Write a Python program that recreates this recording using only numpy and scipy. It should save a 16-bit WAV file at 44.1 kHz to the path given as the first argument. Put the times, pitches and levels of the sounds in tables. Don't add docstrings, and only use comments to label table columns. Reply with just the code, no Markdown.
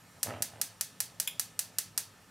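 import sys
import numpy as np
from scipy import signal
from scipy.io import wavfile
from scipy.ndimage import uniform_filter1d

SR = 44100
rng = np.random.default_rng(int(sys.argv[2]) if len(sys.argv) > 2 else 0)


def natural_amplitude(level_db):
    exponent = np.asarray(level_db, float) / 20
    return 10 ** exponent


def digitize_waveform(pressure):
    field = np.atleast_2d(pressure).T
    bounded = np.clip(field, -1, 1)
    quanta = np.round(bounded * 32767).astype(np.int16)
    wavfile.write(sys.argv[1], SR, quanta)


N = 101429


def evened(x):
    return x / np.sqrt(np.mean(x ** 2) + 1e-20)


def read(points, hz):
    f, value = np.transpose(points)
    return np.interp(np.log(hz + 1), np.log(f + 1), value)


def resonate(x, hz, width):
    turn = np.exp(2j * np.pi * hz * np.arange(x.shape[-1]) / SR)
    r = np.exp(-np.pi * abs(width) / SR)
    return 2 * (turn * signal.lfilter([1 - r], [1, -r], x / turn)).real


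def body(x, peaks):
    return sum(natural_amplitude(db) * resonate(x, hz, width) for hz, width, db in peaks)


def pair(same, size):
    port_hz, port_width_hz, bass_hz, bass_db = 9500, 9000, 900, -6
    a, b = rng.standard_normal((2, size))
    treble = signal.lfilter(*signal.butter(4, 4800, "high", fs=SR), resonate(b, port_hz, port_width_hz))
    bass = signal.lfilter(*signal.butter(2, bass_hz, fs=SR), b)
    other = np.sqrt(1 - np.clip(same, 0, 1)) * evened(treble + natural_amplitude(bass_db) * bass)
    return np.array([a + other, a - other]) / np.sqrt(1 + np.mean(other ** 2))


def causal(points):
    log_gain = np.log(natural_amplitude(read(points, abs(np.fft.fftfreq(2048, 1 / SR)))))
    pulse = np.fft.ifft(np.exp(np.conj(signal.hilbert(log_gain)))).real[:1024]
    return pulse / abs(pulse).max()


def placed(s, sound):
    out, at = np.zeros((2, N)), round(s * SR)
    out[:, at:at + sound.shape[1]] = sound[:, :N - at]
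    return out


def sparks():
    # (time [s], peak level [dB], share of fresh scatter [0-1])
    snaps = [
        (0.2307, -13.5, 0.03),
        (0.4227, -14, 0.6),
        (0.6144, -13.5, 0.65),
        (0.8102, -15, 0.53),
        (1.0038, -14.0, 0.5),
        (1.1999, -14, 0.52),
        (1.396, -14, 0.56),
        (1.592, -14, 0.6),
        (1.7852, -13.5, 0.57),
        (1.9772, -13, 0.5),
    ]
    # (frequency [Hz], level [dB])
    colour = [(200, -55), (450, -22.5), (1100, -18), (3000, -8.5), (4300, -6.5), (10000, -1.5), (15400, -8),
              (17500, -17)]
    # (frequency [Hz], width [Hz], level [dB])
    cavities = [(654, 54, 18), (833, 83, 13), (1620, 490, 9), (2590, 127, -8), (4440, 300, 5),
                (5030, 152, -2), (5650, 760, -4.5), (5970, 520, 0.5), (6590, 87, 4), (8280, 500, 2),
                (10000, 270, 1.5), (10670, 236, 1), (11100, 230, 0), (11800, 320, 6)]
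    # (delay [s], left gain [ratio], right gain [ratio])
    reflections = [(0, 1.0, .95), (.00015, 1.15, .7), (.00019, -.35, .35), (.00023, .2, -.2),
                   (.00037, .65, .9), (.00041, 0.25, -.25), (.0005, -.7, -.6), (.0013, -.65, -.75),
                   (.0037, -.7, -.55)]
    # (frequency [Hz], level below the snap [dB], t60 [s])
    hollow = [(635, -31, .05), (880, -32, .045)]
    cavities_db = -7.5
    lead = 8

    snap = causal(colour)
    snap = snap + natural_amplitude(cavities_db) * body(snap, cavities)
    usual, taps = paths(), np.arange(SR // 2)
    bounces = sum(np.outer([left, right], np.sinc(taps - lead - s * SR)) for s, left, right in reflections)
    t = taps / SR
    knock = sum(natural_amplitude(db - 60 * t / t60) * np.sin(2 * np.pi * hz * t) for hz, db, t60 in hollow)

    out = 0
    for s, db, fresh in snaps:
        fresh = np.clip(fresh, 0, 1)
        way = bounces + np.sqrt(1 - fresh ** 2) * usual + fresh * paths()
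        heard = signal.fftconvolve(way, snap[None], axes=1)[:, :SR // 2] + knock
        out = out + placed(s - lead / SR, natural_amplitude(db) * heard)
    return out


def paths():
    scatter_db, scatter_t60_s, scatter_rise_s, room_db = 5.5, .032, .0012, 2.5
    t = np.arange(SR // 2) / SR
    near = pair(.9, size=SR // 2) * natural_amplitude(-60 * t / scatter_t60_s) * np.minimum(t / scatter_rise_s, 1)
    return natural_amplitude(scatter_db) * near / np.linalg.norm(near[0]) + natural_amplitude(room_db) * kitchen()


def kitchen():
    # (frequency [Hz], t60 [s])
    decay = [(400, 0.19), (1500, 0.27), (3500, 0.32), (7000, 0.25), (12000, 0.19), (16000, 0.2)]
    rise_s = .004
    hz, t, z = signal.stft(pair(.955, size=SR // 2), SR, nperseg=128)
    z = z * natural_amplitude(-60 * t / read(decay, hz)[:, None])
    tail = signal.istft(z, SR, nperseg=128)[1][:, :SR // 2]
    tail = tail * np.minimum(np.arange(SR // 2) / SR / rise_s, 1)
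    return tail / np.linalg.norm(tail[0])


def pop(width_ms):
    sigma_s = max(width_ms, .1) / 2355
    return np.exp(-.5 * (np.arange(-150, 151) / SR / sigma_s) ** 2)


def flame():
    # (time [s], peak level [dB], width [ms])
    large_pops = [(.2633, -36.5, .4), (.2716, -30.5, 0.27), (.2793, -45, 0.36), (.283, -32.5, 0.85),
                  (.2895, -34.5, 0.31), (.2918, -32.5, 0.36), (.307, -34.5, 0.3), (.3085, -29, 0.29),
                  (.3108, -39, 0.34), (.3148, -37.5, 0.77), (.3183, -46, 0.33), (.331, -41, 0.76),
                  (.3518, -37, 1.3), (.372, -43, 0.43), (.3866, -41, 0.43), (.4065, -33.5, 0.91),
                  (.5225, -45, 0.43), (.5365, -40, 0.5), (.5621, -49.5, 0.73), (.5841, -43.5, 0.35),
                  (.6021, -50, .6)]
    # (time [s], level [dB])
    flutter = [(.235, -61), (.27, -50.5), (.315, -47.5), (.41, -55.5), (.45, -64), (.505, -63),
               (.53, -61.5), (.6, -59.5), (.68, -85)]
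    # (frequency [Hz], width [Hz], level [dB])
    under_pan = [(103, 12.4, 17), (263.3, 60, 4), (645, 100, 3), (780, 120, 5), (1280, 250, -3),
                 (2000, 600, 3), (2760, 700, 7.5)]
    pops_per_s, spread_db, flutter_db, large_db = 400, 4.0, -3, -2.5
    low_hz, under_pan_db, room_db = 256.4, -0.5, -4

    t, out = np.arange(N) / SR, np.zeros(N)
    size = natural_amplitude(spread_db * np.minimum(rng.exponential(1, N), 2.5))
    size = size * (rng.random(N) < pops_per_s / SR)
    kind = rng.integers(0, 3, N)
    small = sum(np.convolve(size * (kind == k), pop(ms), "same") for k, ms in enumerate([.18, .35, .65]))
    for s, db, width_ms in large_pops:
        out[round(s * SR) - 150:][:301] += natural_amplitude(db + large_db) * pop(width_ms)
    strength = natural_amplitude(flutter_db + np.interp(t, *np.transpose(flutter), -120, -120))
    out = out + evened(small - small.mean()) * strength

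    out = signal.lfilter(*signal.butter(1, low_hz, "high", fs=SR), out)
    out = out + natural_amplitude(under_pan_db) * body(out, under_pan)
    direct = out * natural_amplitude(np.array([[-.7], [0.7]]))
    return direct + natural_amplitude(room_db) * signal.fftconvolve(out[None], kitchen(), axes=1)[:, :N]


def gas_jet():
    # (frequency [Hz], width [Hz], level [dB])
    whistles = [(4960, 120, -25), (5710, 230, -4), (7160, 450, -7), (8430, 93, -0.5), (10500, 220, -8),
                (11700, 150, -20)]
    # (time [s], level [dB])
    strength = [(0, -70), (.2, -66), (0.799, -67.5), (1.502, -68.5), (2.3, -73)]
    hiss = evened(body(pair(0.94, size=N), whistles))
    return hiss * natural_amplitude(np.interp(np.arange(N) / SR, *np.transpose(strength)))


def tick():
    # (frequency [Hz], width [Hz], level [dB])
    knob = [(1690, 350, -8), (2650, 1100, -3), (3330, 900, 0), (5500, 1800, -8), (7250, 1200, -5),
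            (9300, 1200, -8), (10800, 2300, -3), (13700, 1400, -8)]
    # (delay [s], level [dB])
    latch = [
        (0, 6),
        (.0016, 2),
        (.0052, -6),
        (.0102, -7),
    ]
    start_s, level_db, room_db, fill_db = 1.2741, -23.5, -8, -17
    rise_s, t60_s = .0005, .022

    t = np.arange(SR // 10) / SR
    shape = sum(natural_amplitude(db - 60 * abs(t - s) / t60_s) * np.clip((t - s) / rise_s, 0, 1) for s, db in latch)
    blows = pair(.95, size=len(t)) * shape
    rattle = natural_amplitude(fill_db) * blows
    for hz, width, db in knob:
        rattle = rattle + natural_amplitude(db) * resonate(resonate(blows, hz, width), hz, width)
    rattle = signal.lfilter(*signal.butter(3, 1100, "high", fs=SR), rattle)
    near = placed(start_s, natural_amplitude(level_db) * rattle)
    return near + natural_amplitude(room_db) * signal.fftconvolve(near, kitchen(), axes=1)[:, :N]


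def fan_duct():
    # (frequency [Hz], width [Hz], rms level [dB])
    modes = [(105.8, 22, -65.5), (167, 37, -68.5), (257, 16, -74.5), (426.4, 35, -77.5), (888, 26, -78.5),
             (1277, 81, -74), (1773, 40, -74), (2527, 45, -78), (2870, 35, -80)]
    air = pair(1.0, size=N)
    return sum(natural_amplitude(db) * evened(resonate(resonate(air, hz, width), hz, width)) for hz, width, db in modes)


def room_hum():
    # (frequency [Hz], level [dB])
    spectrum = [(15, -57), (25, -28.5), (159, -5.5), (433, -18.5), (470, -13.5), (878, -15.5), (2900, -22),
                (14000, -31), (16500, -45)]
    # (frequency [Hz], likeness [0-1])
    likeness = [(60, 1), (240, 0.91), (950, 0.87), (3770, 0.92), (15000, 0.99)]
    level_db, drift_db = -55 - 4.5, 1.94

    frames, hz = N // 256 + 5, np.fft.rfftfreq(1024, 1 / SR)
    a, b, c, d, patches = rng.standard_normal((frames, 513, 5)).T
    patches = uniform_filter1d(patches, size=12, axis=0)
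    patches = evened(uniform_filter1d(patches, size=12, axis=1))
    same = np.clip(read(likeness, hz), 0, 1)[:, None]
    left = a + 1j * b
    right = same * left + np.sqrt(1 - same ** 2) * (c + 1j * d)
    z = np.array([left, right]) * natural_amplitude(read(spectrum, hz)[:, None] + drift_db * patches)
    hum = signal.istft(z, nperseg=1024, noverlap=768)[1][:, :N]
    return natural_amplitude(level_db) * evened(hum)


def scene():
    return natural_amplitude(-2) * sparks() + flame() + gas_jet() + tick() + fan_duct() + room_hum()


def roll_off(x):
    return signal.sosfilt(signal.butter(12, 16990, fs=SR, output="sos"), x)


def record(dry):
    edge_hz, top_hz, above_edge_db, left_db = 15750, 16750, -17, -.25
    edge, top = (signal.firwin(301, hz, window=("kaiser", 10), fs=SR) for hz in (edge_hz, top_hz))
    step = edge + natural_amplitude(above_edge_db) * (top - edge)
    cut = signal.oaconvolve(dry, step[None], "same")
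    return roll_off(cut * natural_amplitude(np.array([[left_db], [-left_db]])))


dry = scene()
out = record(dry)
digitize_waveform(out)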